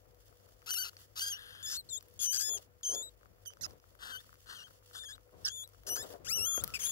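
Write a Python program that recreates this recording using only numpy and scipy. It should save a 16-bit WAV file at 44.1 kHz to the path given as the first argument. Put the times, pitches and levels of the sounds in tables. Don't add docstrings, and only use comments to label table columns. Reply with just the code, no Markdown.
import sys
import numpy as np
from scipy import signal
from scipy.fft import rfft, irfft, next_fast_len
from scipy.io import wavfile
from scipy.ndimage import uniform_filter1d

SR = 44100
rng = np.random.default_rng(int(sys.argv[2]) if len(sys.argv) > 2 else 0)


def dump_mix(stems):
    frames = np.atleast_2d(stems).T
    limited = np.clip(frames, -1, 1)
    pcm = np.round(limited * 32767).astype(np.int16)
    wavfile.write(sys.argv[1], SR, pcm)


def convert_level_to_amplitude(level_db):
    exponent = np.asarray(level_db, float) / 20
    return 10 ** exponent


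N = 304731
TOP_HZ = 15750


def unit(x):
    return x / np.sqrt(np.mean(x ** 2) + 1e-20)


def along(points, hz):
    f, v = np.transpose(points)
    return np.interp(np.log(hz + 1), np.log(f + 1), v)


def curves(rows, t):
    s, *cols = np.transpose(rows)
    return [np.interp(t, s, c) for c in cols]


def wobble(rate, size):
    knots = size * rate / SR + 1
    values = rng.standard_normal(int(np.ceil(knots)))
    return np.interp(np.arange(size) * rate / SR, np.arange(knots), values)


def filtered(x, response):
    m = next_fast_len(x.shape[-1] + 4096)
    return irfft(rfft(x, m) * response(np.fft.rfftfreq(m, 1 / SR)), m)[..., :x.shape[-1]]


def modes(table):
    def response(f):
        total = 0
        for k, (centre, width, db) in enumerate(table):
            damping = 1j * f * width
            total = total + (-1) ** k * convert_level_to_amplitude(db) * damping / (centre * centre - f * f + damping + 1e-9)
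        return total
    return response


def swells(rows, rest_db):
    t = np.arange(0, N + 128, 128) / SR
    s, length, *levels = np.transpose(rows)[..., None]
    rise_db = 479 * np.clip(s - t, 0, None)
    fade_db = 260 * np.clip(t - s - length, 0, None)
    held = [np.maximum((db - rise_db - fade_db).max(0), rest) for db, rest in zip(levels, rest_db)]
    return [np.interp(np.arange(N) / SR, t, db) for db in held]


# freq_hz, gain_db
RIGHT = [(300, -25), (1500, -11.5), (3200, -10), (5000, 0.5), (6500, -4.5), (10000, -15), (13000, -15),
         (16000, -16.5)]


def ports(x, right_db, lag_ms):
    def far(hz):
        late = np.exp(-(np.log((hz + 1) / 5600) / 0.35) ** 2)
        return -convert_level_to_amplitude(along(RIGHT, hz) + right_db) * np.exp(-2j * np.pi * hz * lag_ms / 1000 * late)
    return np.array([x, filtered(x, far)])


# centre_hz, width_hz, gain_db
HOLLOWS = [(2350, 260, -15), (3980, 230, -7), (8600, 450, -10)]


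def hollow(hz):
    return convert_level_to_amplitude(sum(db * np.exp(-((hz - centre) / width) ** 2) for centre, width, db in HOLLOWS))


# freq_hz, correlation (-1 to 1)
ALIKE = [(60, 0.079), (200, -0.086), (600, -0.14), (1400, -0.45), (15000, -0.22)]
# freq_hz, difference_db
AIR_RIGHT = [(60, 13), (110, 10), (200, 5), (380, 5), (700, 9.5), (1290, 0.5), (2380, 1.5), (4400, -10.5),
             (8120, -4.5), (15000, 2.5)]


def pair(response):
    size = next_fast_len(N)
    hz = np.fft.rfftfreq(size, 1 / SR)
    turn = np.arccos(np.clip(along(ALIKE, hz), -1, 1)) / 2
    noise = rng.standard_normal((2, len(hz))) + 1j * rng.standard_normal((2, len(hz)))
    a, b = noise * [np.cos(turn), np.sin(turn)]
    lean = convert_level_to_amplitude(np.outer([.5, -.5], along(AIR_RIGHT, hz)))
    both = irfft(response(hz) * lean * [a + b, a - b], size)[:, :N]
    return both / np.std(both.mean(0))


# freq_hz, density_db (per Hz)
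AIR = [(20, -38), (50, 7.5), (100, 0), (170, -18.5), (450, -24), (850, -19.5), (1300, -13), (2500, -18),
       (4500, -57), (7000, -47), (8700, -38), (12000, -21), (16000, -19)]
# freq_hz, level_db
HUM = [(49, -72), (98.4, -68.5), (491, -74), (590, -99.5)]


def room():
    t = np.arange(N) / SR
    hum = 0
    for hz, db in HUM:
        hum = hum + convert_level_to_amplitude(db + 4.35 * wobble(11, N)) * np.sin(2 * np.pi * hz * t + 1.12 * wobble(10, N))
    return convert_level_to_amplitude(-73.0) * pair(lambda hz: convert_level_to_amplitude(along(AIR, hz))) + hum * convert_level_to_amplitude([[2], [-3]])


# start_s, peak_db
SMACKS = [(0.0558, -62), (0.1446, -69), (0.2937, -62), (0.3267, -59.5), (0.402, -66), (0.4673, -62),
          (0.4893, -58), (0.6264, -55), (0.9326, -56), (1.0196, -62), (1.551, -48), (2.011, -61),
          (2.0257, -60), (2.535, -48), (2.811, -59), (3.0734, -60), (3.2116, -59), (3.2316, -53.5),
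          (3.2578, -51.5), (3.3835, -63), (3.5039, -53.5), (3.5708, -51), (3.8408, -54), (3.9517, -54),
          (4.2438, -57), (4.2932, -52), (4.329, -49.5), (4.342, -54), (4.682, -61), (4.7085, -54),
          (4.8257, -61), (4.899, -66), (4.9116, -51.5), (5.1524, -58), (5.1802, -50), (5.293, -60),
          (5.735, -59), (5.7466, -55), (5.835, -64), (6.577, -33.5), (6.6608, -52), (6.7027, -60),
          (6.8034, -52), (6.876, -52)]
# centre_hz, width_hz, gain_db
MOUTH = [(1300, 640, 3)]
# centre_hz, width_hz, gain_db
SMACK_EDGE = [(5800, 2500, -22.5)]


def smacks():
    kicks = np.zeros(N)
    for s, db in SMACKS:
        kicks[round(s * SR)] += convert_level_to_amplitude(db + 30)
    return filtered(kicks, lambda hz: modes(MOUTH)(hz) ** 2 + modes(SMACK_EDGE)(hz) ** 2)


# start_s, peak_db
CLAWING = [(0.1465, -65.5), (0.2577, -67), (0.4895, -65.5), (5.966, -39), (1.604, -61), (1.867, -69),
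           (2.0268, -55), (2.085, -60), (2.102, -68), (2.14, -60), (2.812, -73), (3.954, -65.5),
           (4.342, -64), (5.676, -54.5), (5.6901, -58), (5.8352, -60), (6.104, -56), (6.6387, -30),
           (6.6428, -32), (6.6775, -40.5)]
# start_s, peak_db
SUCKLING = [(0.6193, -55.5), (.8955, -50), (0.968, -49.5), (0.972, -57), (0.9916, -58), (1.5513, -49.5),
            (2.009, -51.5), (2.5752, -48.5), (3.349, -71), (3.436, -66.5), (3.536, -50), (3.571, -57),
            (3.664, -41), (3.6995, -54), (3.709, -51), (3.8002, -59), (4.3555, -57), (5.622, -56),
            (5.637, -52), (6.137, -46.5), (6.575, -43), (6.704, -46)]
# centre_hz, width_hz, gain_db
LIPS = [(1170, 700, 2.5), (3300, 2100, -1), (5990, 970, 0.5)]
# centre_hz, width_hz, gain_db
CLAW = [(8170, 1600, 2.5), (11500, 4100, 8), (14500, 3000, 11)]


def clicks():
    lips, claw = np.zeros((2, N + 200))
    t = np.arange(60) / SR
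    for events, bright_db in [(SUCKLING, -13), (CLAWING, 1)]:
        for s, db in events:
            burst = rng.standard_normal(60) * convert_level_to_amplitude(-60 * t / 0.0025)
            burst[0] = 1.2
            burst /= np.linalg.norm(burst)
            span = slice(round(s * SR), round(s * SR) + 60)
            lips[span] += convert_level_to_amplitude(db + 24) * burst
            claw[span] += convert_level_to_amplitude(db + bright_db + 21.5) * burst
    return filtered(lips[:N], modes(LIPS)) + filtered(claw[:N], modes(CLAW))


def cage(x):
    t = np.arange(SR // 6) / SR
    tail = rng.standard_normal((2, len(t))) * convert_level_to_amplitude(-60 * t / 0.08)
    near, far = signal.fftconvolve(x[:1], tail / np.linalg.norm(tail[0]), axes=1)[:, :N]
    return np.array([convert_level_to_amplitude(-23.5) * near, convert_level_to_amplitude(-25.5) * filtered(far, lambda hz: convert_level_to_amplitude(along(RIGHT, hz)))])


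# start_s, length_s, level_db
STIRS = [(.27, 0.38, -71.5), (.9, .05, -67), (.99, 0.027, -59.5), (1.85, 0.38, -69), (2.58, 0.061, -65.5),
         (3.68, 0.037, -66.5), (4.2, 0.14, -64), (4.36, 0.411, -67), (4.84, 0.091, -68), (5.3, 0.14, -72.5),
         (5.68, 0.32, -69), (6.04, 0.084, -55.5), (6.6, 0.18, -58), (6.8, 0.13, -49)]
# freq_hz, density_db (per Hz)
FUR = [(530, -46), (900, -14), (1310, -7.5), (1460, -10), (2690, -6), (7060, -8), (8760, -9.5),
       (12300, -8.5), (13700, -18.5), (16000, -2)]


def rustle():
    level_db = swells(STIRS, (-75,))[0]
    grain = convert_level_to_amplitude(level_db + 0.5 + 2.65 * wobble(180, N) + 2.4 * wobble(19, N))
    return grain * convert_level_to_amplitude([[2], [-2]]) * pair(lambda hz: hollow(hz) * convert_level_to_amplitude(along(FUR, hz)) * (hz > 800))


def breathed(pitch, first_db, rise, held_db, late_db, fall):
    s, hz = np.transpose(pitch)
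    turns = [s[0], s[0] + rise, max(s[-1] - fall, s[0] + rise), s[-1]]
    t = np.union1d(s, turns)
    db = np.interp(t, turns, [first_db, held_db, late_db, late_db - 13])
    return np.transpose([t, np.interp(t, s, hz), db])


# freq_hz, gain_db
THROAT = [(900, -25), (1500, -8), (2000, -16), (2350, -8.5), (3200, -12), (4200, -6), (5100, -5.5),
          (6500, -5), (7700, -8.5), (8600, -8.5), (10000, -16), (12200, -13), (14000, -19), (16000, -22.5)]
# centre_s, width_s, lift_db
SURGES = [(.708, 0.0028, 4), (.741, .007, 2.5), (1.208, 0.0089, -2), (1.226, .008, 3.5),
          (1.258, .006, -4.5), (1.277, 0.0099, 2.5), (1.292, 0.0065, -3), (1.327, 0.0084, 2),
          (5.656, 0.0086, -3), (6.85, .02, 1.5), (1.66, 0.01, 3), (2.3, .03, -1), (2.445, 0.026, -1.5),
          (4.05, .02, 1.5), (4.16, 0.02, 1.5), (6.335, .015, 2), (6.52, .06, -0.5)]


def squeak(rows, states, low_db, high_db, chest_db, gap_db, top_gap_db, mid_gap_db, loss_db):
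    t = np.arange(round(rows[0][0] * SR), round(rows[-1][0] * SR)) / SR
    size = len(t)

    def shade_db(hz):
        chest = chest_db * np.clip((2300 - hz) / 500, 0, 1)
        gap = gap_db * np.exp(-((hz - 2350) / 330) ** 2)
        return chest + gap + top_gap_db * np.exp(-((hz - 8400) / 650) ** 2)

    def colour(hz):
        mid_gap = mid_gap_db * np.exp(-((hz - 4200) / 450) ** 2)
        tilt = along([(3600, low_db), (5200, 0.0088), (7800, 0.0076), (9500, high_db)], hz)
        return hollow(hz) * convert_level_to_amplitude(shade_db(hz) + mid_gap + along(THROAT, hz) + tilt)

    hz, db = curves(rows, t)
    db = db + sum(lift_db * np.exp(-((t - s) / width) ** 2) for s, width, lift_db in SURGES)

    since, *state = np.transpose(states)
    now = np.clip(np.searchsorted(since, t) - 1, 0, None)
    half_db, chaos_db, shake = [uniform_filter1d(c[now] * 1., size=130) for c in state]
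    chaos = np.clip(convert_level_to_amplitude(chaos_db), 0, 1)
    jitter = 0.0028 * wobble(58.4, size) + shake * chaos ** 1.225 * wobble(330, size)
    hz = uniform_filter1d(hz, size=200) * (1 + jitter)
    phase = np.pi * np.cumsum(hz) / SR

    k = np.arange(1, 27)[:, None]
    effort = convert_level_to_amplitude(0.22 * k * (db - db.max()) - loss_db * k)
    mouth = convert_level_to_amplitude(4 * np.clip(k / 8, 0, 1) * np.array([wobble(22, size) for _ in k]))
    gain = colour(k * hz / 2) * effort * mouth * (k * hz / 2 < TOP_HZ)
    whole, half = gain * (k % 2 == 0), gain * (k % 2 == 1)
    gate = convert_level_to_amplitude(half_db) * np.clip((half_db + 12.5) / 4, 0, 1)
    gain = whole / np.linalg.norm(whole, axis=0) + gate * half / np.linalg.norm(half, axis=0)
    waves = np.sin(k * phase + rng.uniform(0, 2 * np.pi, k.shape))
    tone = np.sum(gain * waves, 0) * np.sqrt(2 / (1 + gate ** 2))
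    tone *= convert_level_to_amplitude(2.4 * chaos * wobble(298, size) + 0.4 * wobble(60, size))

    puffs = rng.standard_normal(size) * (1 + 0.5 * np.cos(phase)) * convert_level_to_amplitude(0.81 * wobble(252.4, size))
    rasp_db = [(1000, 8.4), (1500, 6.3), (6000, 3.4), (12000, 4.3)]
    rasp = unit(filtered(puffs, lambda f: colour(f) ** 1.05 * convert_level_to_amplitude(along(rasp_db, f))))
    broken = tone * np.tanh(3 * wobble(1100, size))
    near_tones = unit(filtered(broken, lambda f: hollow(f) * convert_level_to_amplitude(shade_db(f))))
    halo = 0.33
    rasp = np.sqrt(1 - halo) * rasp + np.sqrt(halo) * near_tones

    edge = np.clip(np.minimum(t - t[0], t[-1] - t) / 0.00053, 0, 1)
    steady = np.sqrt(np.clip(1 - 1.35 * chaos ** 2, 0, 1))
    return edge * convert_level_to_amplitude(db) * (steady * tone + 1.123 * chaos * rasp)


# time_s, pitch_hz
FIRST_BOUT = [
    [(0.66, 2288), (0.7, 3050), (0.749, 2950), (0.77, 2634), (0.792, 3124), (0.808, 2920), (0.826, 3076),
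     (0.84, 2844), (0.897, 2690)],
    [(1.156, 2303), (1.2, 2947), (1.215, 3037), (1.242, 3260), (1.285, 3220), (1.312, 3285), (1.342, 2770),
     (1.36, 3030), (1.375, 2950)],
    [(1.376, 3340), (1.624, 3300)],
    [(1.627, 3477), (1.639, 3523), (1.661, 3381), (1.711, 3605), (1.735, 3420), (1.757, 3650),
     (1.771, 3900), (1.775, 4400), (1.815, 3980)],
    [(1.889, 4240), (1.896, 4280), (1.9, 3760), (1.93, 3540), (1.935, 3410), (1.947, 3470), (1.966, 3260),
     (1.977, 3810), (1.99, 3540)],
    [(2.191, 3485), (2.263, 3093), (2.295, 2972), (2.33, 3160), (2.359, 3220), (2.375, 2983), (2.381, 3110),
     (2.425, 3220), (2.447, 3500), (2.5, 3406), (2.535, 3436), (2.565, 3254), (2.586, 2870)],
    [(2.831, 3444), (2.851, 3020), (2.873, 3226), (2.903, 3034), (2.945, 3300), (2.953, 3428),
     (3.021, 3500), (3.033, 3906), (3.095, 3840)],
]
SECOND_BOUT = [
    [(3.453, 3180), (3.46, 3315), (3.475, 2977), (3.487, 3050), (3.53, 3000)],
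    [(3.61, 1690), (3.618, 2147), (3.625, 2163), (3.631, 1863), (3.637, 1470), (3.645, 1287), (3.655, 1303),
     (3.667, 1200)],
    [(3.989, 2988), (4.104, 3158), (4.116, 3255), (4.144, 3000), (4.182, 3050), (4.188, 3486),
     (4.202, 3490), (4.214, 3300)],
    [(4.459, 3200), (4.53, 3037), (4.558, 3223), (4.584, 3010), (4.602, 2813), (4.632, 2865), (4.646, 3210),
     (4.668, 3120), (4.689, 3250)],
    [(4.931, 3675), (4.97, 3480), (5.0, 3610), (5.052, 3470), (5.072, 3245), (5.106, 3364), (5.13, 3560),
     (5.138, 3800), (5.165, 3800)],
]
THIRD_BOUT = [
    [(5.444, 3590), (5.464, 3254), (5.52, 3300)],
    [(5.5, 3230), (5.526, 3440), (5.564, 3515), (5.6, 3366), (5.622, 3390), (5.639, 3480), (5.644, 4040),
     (5.662, 3860)],
    [(5.866, 2932), (5.898, 2904), (5.942, 2967), (5.96, 3160), (5.968, 2454), (5.982, 3300), (6.021, 3570),
     (6.029, 3890), (6.047, 3600)],
    [(6.246, 1326), (6.27, 1340), (6.315, 2520), (6.34, 2886), (6.368, 3000), (6.394, 2657), (6.445, 2916),
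     (6.47, 3265), (6.49, 3375), (6.54, 3344), (6.57, 3255), (6.6, 3250), (6.617, 3900)],
    [(6.738, 2570), (6.75, 2530), (6.759, 2654), (6.762, 2340), (6.78, 2300)],
    [(6.791, 3466), (6.808, 3370), (6.813, 3190), (6.826, 3200), (6.83, 3077), (6.865, 3364), (6.885, 3420),
     (6.915, 3380)],
]
# first_db, rise_s, held_db, late_db, fall_s
BREATHS = [(-45.5, 0.055, -32.5, -33, 0.075), (-47.5, 0.04, -33, -37.5, 0.038),
           (-53.5, 0.018, -50, -53.5, 0.0025), (-40.5, 0.11, -35, -39.5, 0.02),
           (-46, 0.046, -34, -37.5, 0.011), (-40.5, 0.026, -28, -32, 0.033), (-40, 0.04, -31, -40, 0.065),
           (-59.5, 0.028, -43.5, -57.5, 0.045), (-54, 0.012, -47, -49, 0.011),
           (-58.5, 0.04, -45, -42, 0.054), (-59, 0.04, -45, -48.5, 0.055), (-52, 0.026, -43.5, -46, 0.032),
           (-51, 0.031, -36, -45.5, 0.0079), (-57, 0.018, -42.5, -41, 0.035),
           (-41, 0.044, -31.5, -41, 0.018), (-47.5, 0.056, -31, -29.5, 0.05),
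           (-36, 0.0096, -31, -34.5, 0.017), (-39, 0.061, -30.5, -33.5, .002)]
# low_db, high_db, right_port_db, port_lag_ms
PLACES = [(5, 12.5, -0.5, 0.14), (5.5, 12, 2, 0.13), (20.5, 15, 2.5, 0.052), (-2, 1, -0.5, 0.042),
          (-8.5, -5.5, -5.5, 0.016), (-8, -1.5, -6.5, 0.014), (-5.5, 1, 0.5, 0.052), (4.5, 18.5, 19, 0.04),
          (-1, 12, 20, 0.04), (16.5, 10.5, 2, 0.13), (12.5, 8, 0, 0.067), (10.5, 8.5, 0, 0.059),
          (0, 1, -8, 0.091), (5, 1, 1, 0.06), (-4.5, 7, -1, 0.046), (-5, 1, -6, 0.0053), (4, 3, -5, 0.021),
          (-5.5, 7.5, -6.5, 0.024)]
# chest_db (below 2 kHz), gap_db (2.4 kHz), top_gap_db (8.4 kHz)
SHADES = [(-3, 4, -13), (-4, 0, -16), (0, -2, 3), (0, 0, -1.5), (-1, -3, -6), (-2.5, 9, 2), (-7.5, -14, -5),
          (1.5, -7, -1), (5.5, 3, -26), (2, -9, 7), (4, -12, 10), (3, -29, 10.5), (1.5, -9.5, 3),
          (5, -5, -12), (7.5, 2, 1), (-3.5, 11, 3), (-4.5, 12, 5), (2.5, 24, 3)]
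# mid_gap_db (4.2 kHz), loss_db (per overtone step)
MOUTHS = [(4, 0.2), (2.5, 0), (3.5, 0.5), (1.5, 0), (-2, 0), (1.5, 0), (0.5, 0.25), (-14, 0.2), (-3, 0.5),
          (1.5, 1), (6.5, 2), (3, 1.4), (3, 3), (1, 0), (3, -0.54), (-10.5, -0.4), (-10, 0.8), (-5, 0.3)]
# doubling_db, chaos_db, pitch_shake (0-1)
VOICES = dict(pure=(-30, -29, .1), clean=(-27, -24, .1), veiled=(-24, -14, .06), rough=(-20, -4, .02),
          harsh=(-22, -7, .09), breathy=(-18, -1, .1), faint=(-11, -28, .1), doubled=(-2, -20, .05),
          split=(-1, -10.5, .07), husky=(-1, -4, .12), forked=(1, -5, .11), broken=(2.5, -2, .12))
JUMPS = dict( faint=[1.93], pure=[1.773, 1.903, 1.962, 2.268, 2.497, 2.958, 5.521],
         clean=[4.64, 5.896, 1.632, 2.378, 2.837, 2.856, 2.875, 2.891, 2.7, 3.462, 5.052, 6.302, 6.88],
         harsh=[2.829, 2.849, 2.19, 2.223, 6.735, 6.797],
         veiled=[1.303, 2.868, 3.1, 2.896, .714, .745, .827, 1.885, 2.214, 3.6, 4.172, 4.995, 5.121, 6.023, 6.27, 5.497, 6.838],
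         rough=[1.2, 1.745, 1.625, 1.897, 2.948, 3.505, 3.65, 4.55, 4.96, 6.771],
         breathy=[1.372, 2.574, 3.657, 5.152, 5.862, 6.24], doubled=[.79, 2.43, 5.995],
         split=[.766, 1.216, 1.262, 1.292, 1.662, 4.12, 5.035, 5.084, 5.975], husky=[1.378, 1.254, 1.283],
         forked=[5.44, .675, .736, .839, 1.695, 2.328, 2.394],
         broken=[1.15, .655, .87, 1.72, 3.45, 3.985, 4.2, 4.455, 4.668, 4.925, 5.958, 6.788])
# time_s, pitch_hz, level_db
WHEEZE = [
    (1.295, 3300, -58),
    (1.32, 3300, -50.5),
    (1.375, 3300, -53),
    (1.4, 3300, -57),
    (1.6, 3250, -57),
    (1.63, 3300, -53),
    (1.665, 3400, -55),
]
# time_s, pitch_hz, level_db
YELP = [
    (5.447, 5150, -43.5),
    (5.455, 5620, -31),
    (5.466, 4980, -40.5),
    (5.479, 3730, -41),
    (5.489, 2650, -34),
]
# time_s, pitch_hz, level_db
PEEP = [
    (6.845, 3400, -50),
    (6.86, 3470, -45),
    (6.873, 3880, -41),
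    (6.882, 3930, -62),
]


def pups():
    out = np.zeros((2, N + SR))
    jumps = sorted((s, *VOICES[voice]) for voice, times in JUMPS.items() for s in times)
    lines = FIRST_BOUT + SECOND_BOUT + THIRD_BOUT
    cries = [(breathed(line, *breath), jumps, place, shade + mouth)
             for line, breath, place, shade, mouth in zip(lines, BREATHS, PLACES, SHADES, MOUTHS)]
    cries += [(WHEEZE, [(0, 1, -5, .08)], (22, 14, 2, .05), (2, -4, 0, 3, -1.0)),
              (YELP, [(0, -30, -9.5, 0.086)], (2.3, 2.3, 8.7, 0.018), (0, 0, 0, 0, 0)),
              (PEEP, [(0, -30, -6.0, 0.05)], (7, -5.0, -9, 4.5), (0, 0, 0, 0, 0))]
    for rows, states, (low_db, high_db, right_db, lag_ms), shade in cries:
        voice = np.pad(squeak(rows, states, low_db, high_db, *shade), (0, 512))
        cry = ports(voice, right_db, lag_ms)
        out[:, round(rows[0][0] * SR):][:, :cry.shape[1]] += cry
    return out[:, :N]


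# start_s, peak_db, pitch_hz
TICKS = [
    (.968, -40, 4500),
    (3.006, -50, 6400),
    (2.011, -58, 7500),
    (5.735, -62, 5500),
    (6.556, -43, 2300),
    (6.579, -39, 2600),
    (6.6, -43, 2500),
]


def ticks():
    out = np.zeros(N)
    t = np.arange(600) / SR
    for s, db, hz in TICKS:
        out[round(s * SR):][:len(t)] += convert_level_to_amplitude(db - 60 * t / 0.011) * np.sin(2 * np.pi * hz * t)
    return out


# centre_hz, width_hz, gain_db
NEST = [(110, 70, -27), (311, 230, -4), (504, 188, 3.5), (752, 110, -2), (1100, 620, -8.5)]
# start_s, length_s, rub_db, bump_db
SHIFTS = [
    (1.5, 0.86, -74.5, -69),
    (2.5, 0.076, -60, -75),
    (2.915, 0.089, -54.5, -65.5),
    (3.61, 0.15, -66.5, -60.5),
    (5.33, 0.095, -67.5, -64),
    (5.88, 0.26, -55, -63.5),
    (6.2, .71, -68.5, -60.5),
    (6.36, 0.062, -58, -52),
    (6.59, 0.072, -61, -51.5),
]


def shifts():
    rub_db, bump_db = swells(SHIFTS, (-76.5, -73))
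    rub = convert_level_to_amplitude(rub_db + 3 * wobble(55, N)) * pair(lambda hz: modes(NEST[1:])(hz) / (1 + (hz / 1800) ** 4))
    shared = 0.68
    late = filtered(rub[0], lambda hz: -1j + 0 * hz)
    rub[1] = np.sqrt(1 - shared ** 2) * rub[1] + shared * convert_level_to_amplitude(-7.0) * late
    bump = convert_level_to_amplitude(bump_db - 2.0 + 3.0 * wobble(19, N)) * pair(modes([(84, 62, -1.0), (148, 262, -8)]))
    return rub * convert_level_to_amplitude([[1.5], [-2]]) + bump


# start_s, peak_db
THUDS = [
    (3.734, -46.5),
    (6.441, -42.5),
    (6.578, -28),
    (6.5793, -39),
    (6.646, -57),
    (6.689, -65),
]


def knocks():
    kicks = np.zeros(N + 200)
    for s, db in THUDS:
        kicks[round(s * SR):][:60] += convert_level_to_amplitude(db + 7.0) * np.hanning(60)
    return filtered(kicks[:N], modes(NEST)) * convert_level_to_amplitude([[0], [-10]])


# time_s, pitch_hz, level_db
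SCRAPE = [
    (6.25, 1327, -94),
    (6.29, 1328, -61),
    (6.55, 1324, -52),
    (6.75, 1300, -61),
    (6.81, 1300, -88),
]


def scrape():
    hz, db = curves(SCRAPE, np.arange(N) / SR)
    phase = 2 * np.pi * np.cumsum(hz * (1 + .06 * wobble(500, N))) / SR
    return convert_level_to_amplitude(db + 5.9 * wobble(64, N)) * np.sin(phase) * [[1], [.6]]


def scene():
    taps = ports(smacks() + clicks() + ticks(), right_db=1.5, lag_ms=0.059)
    near = taps + pups() + knocks()
    mother = rustle() + shifts() + scrape()
    return room() + near + cage(near) + mother


def low_pass(x):
    return signal.sosfilt(signal.butter(12, 17120, fs=SR, output="sos"), x)


def record(dry):
    return low_pass(filtered(dry, lambda hz: hz < TOP_HZ))


dry = scene()
out = record(dry)
dump_mix(out)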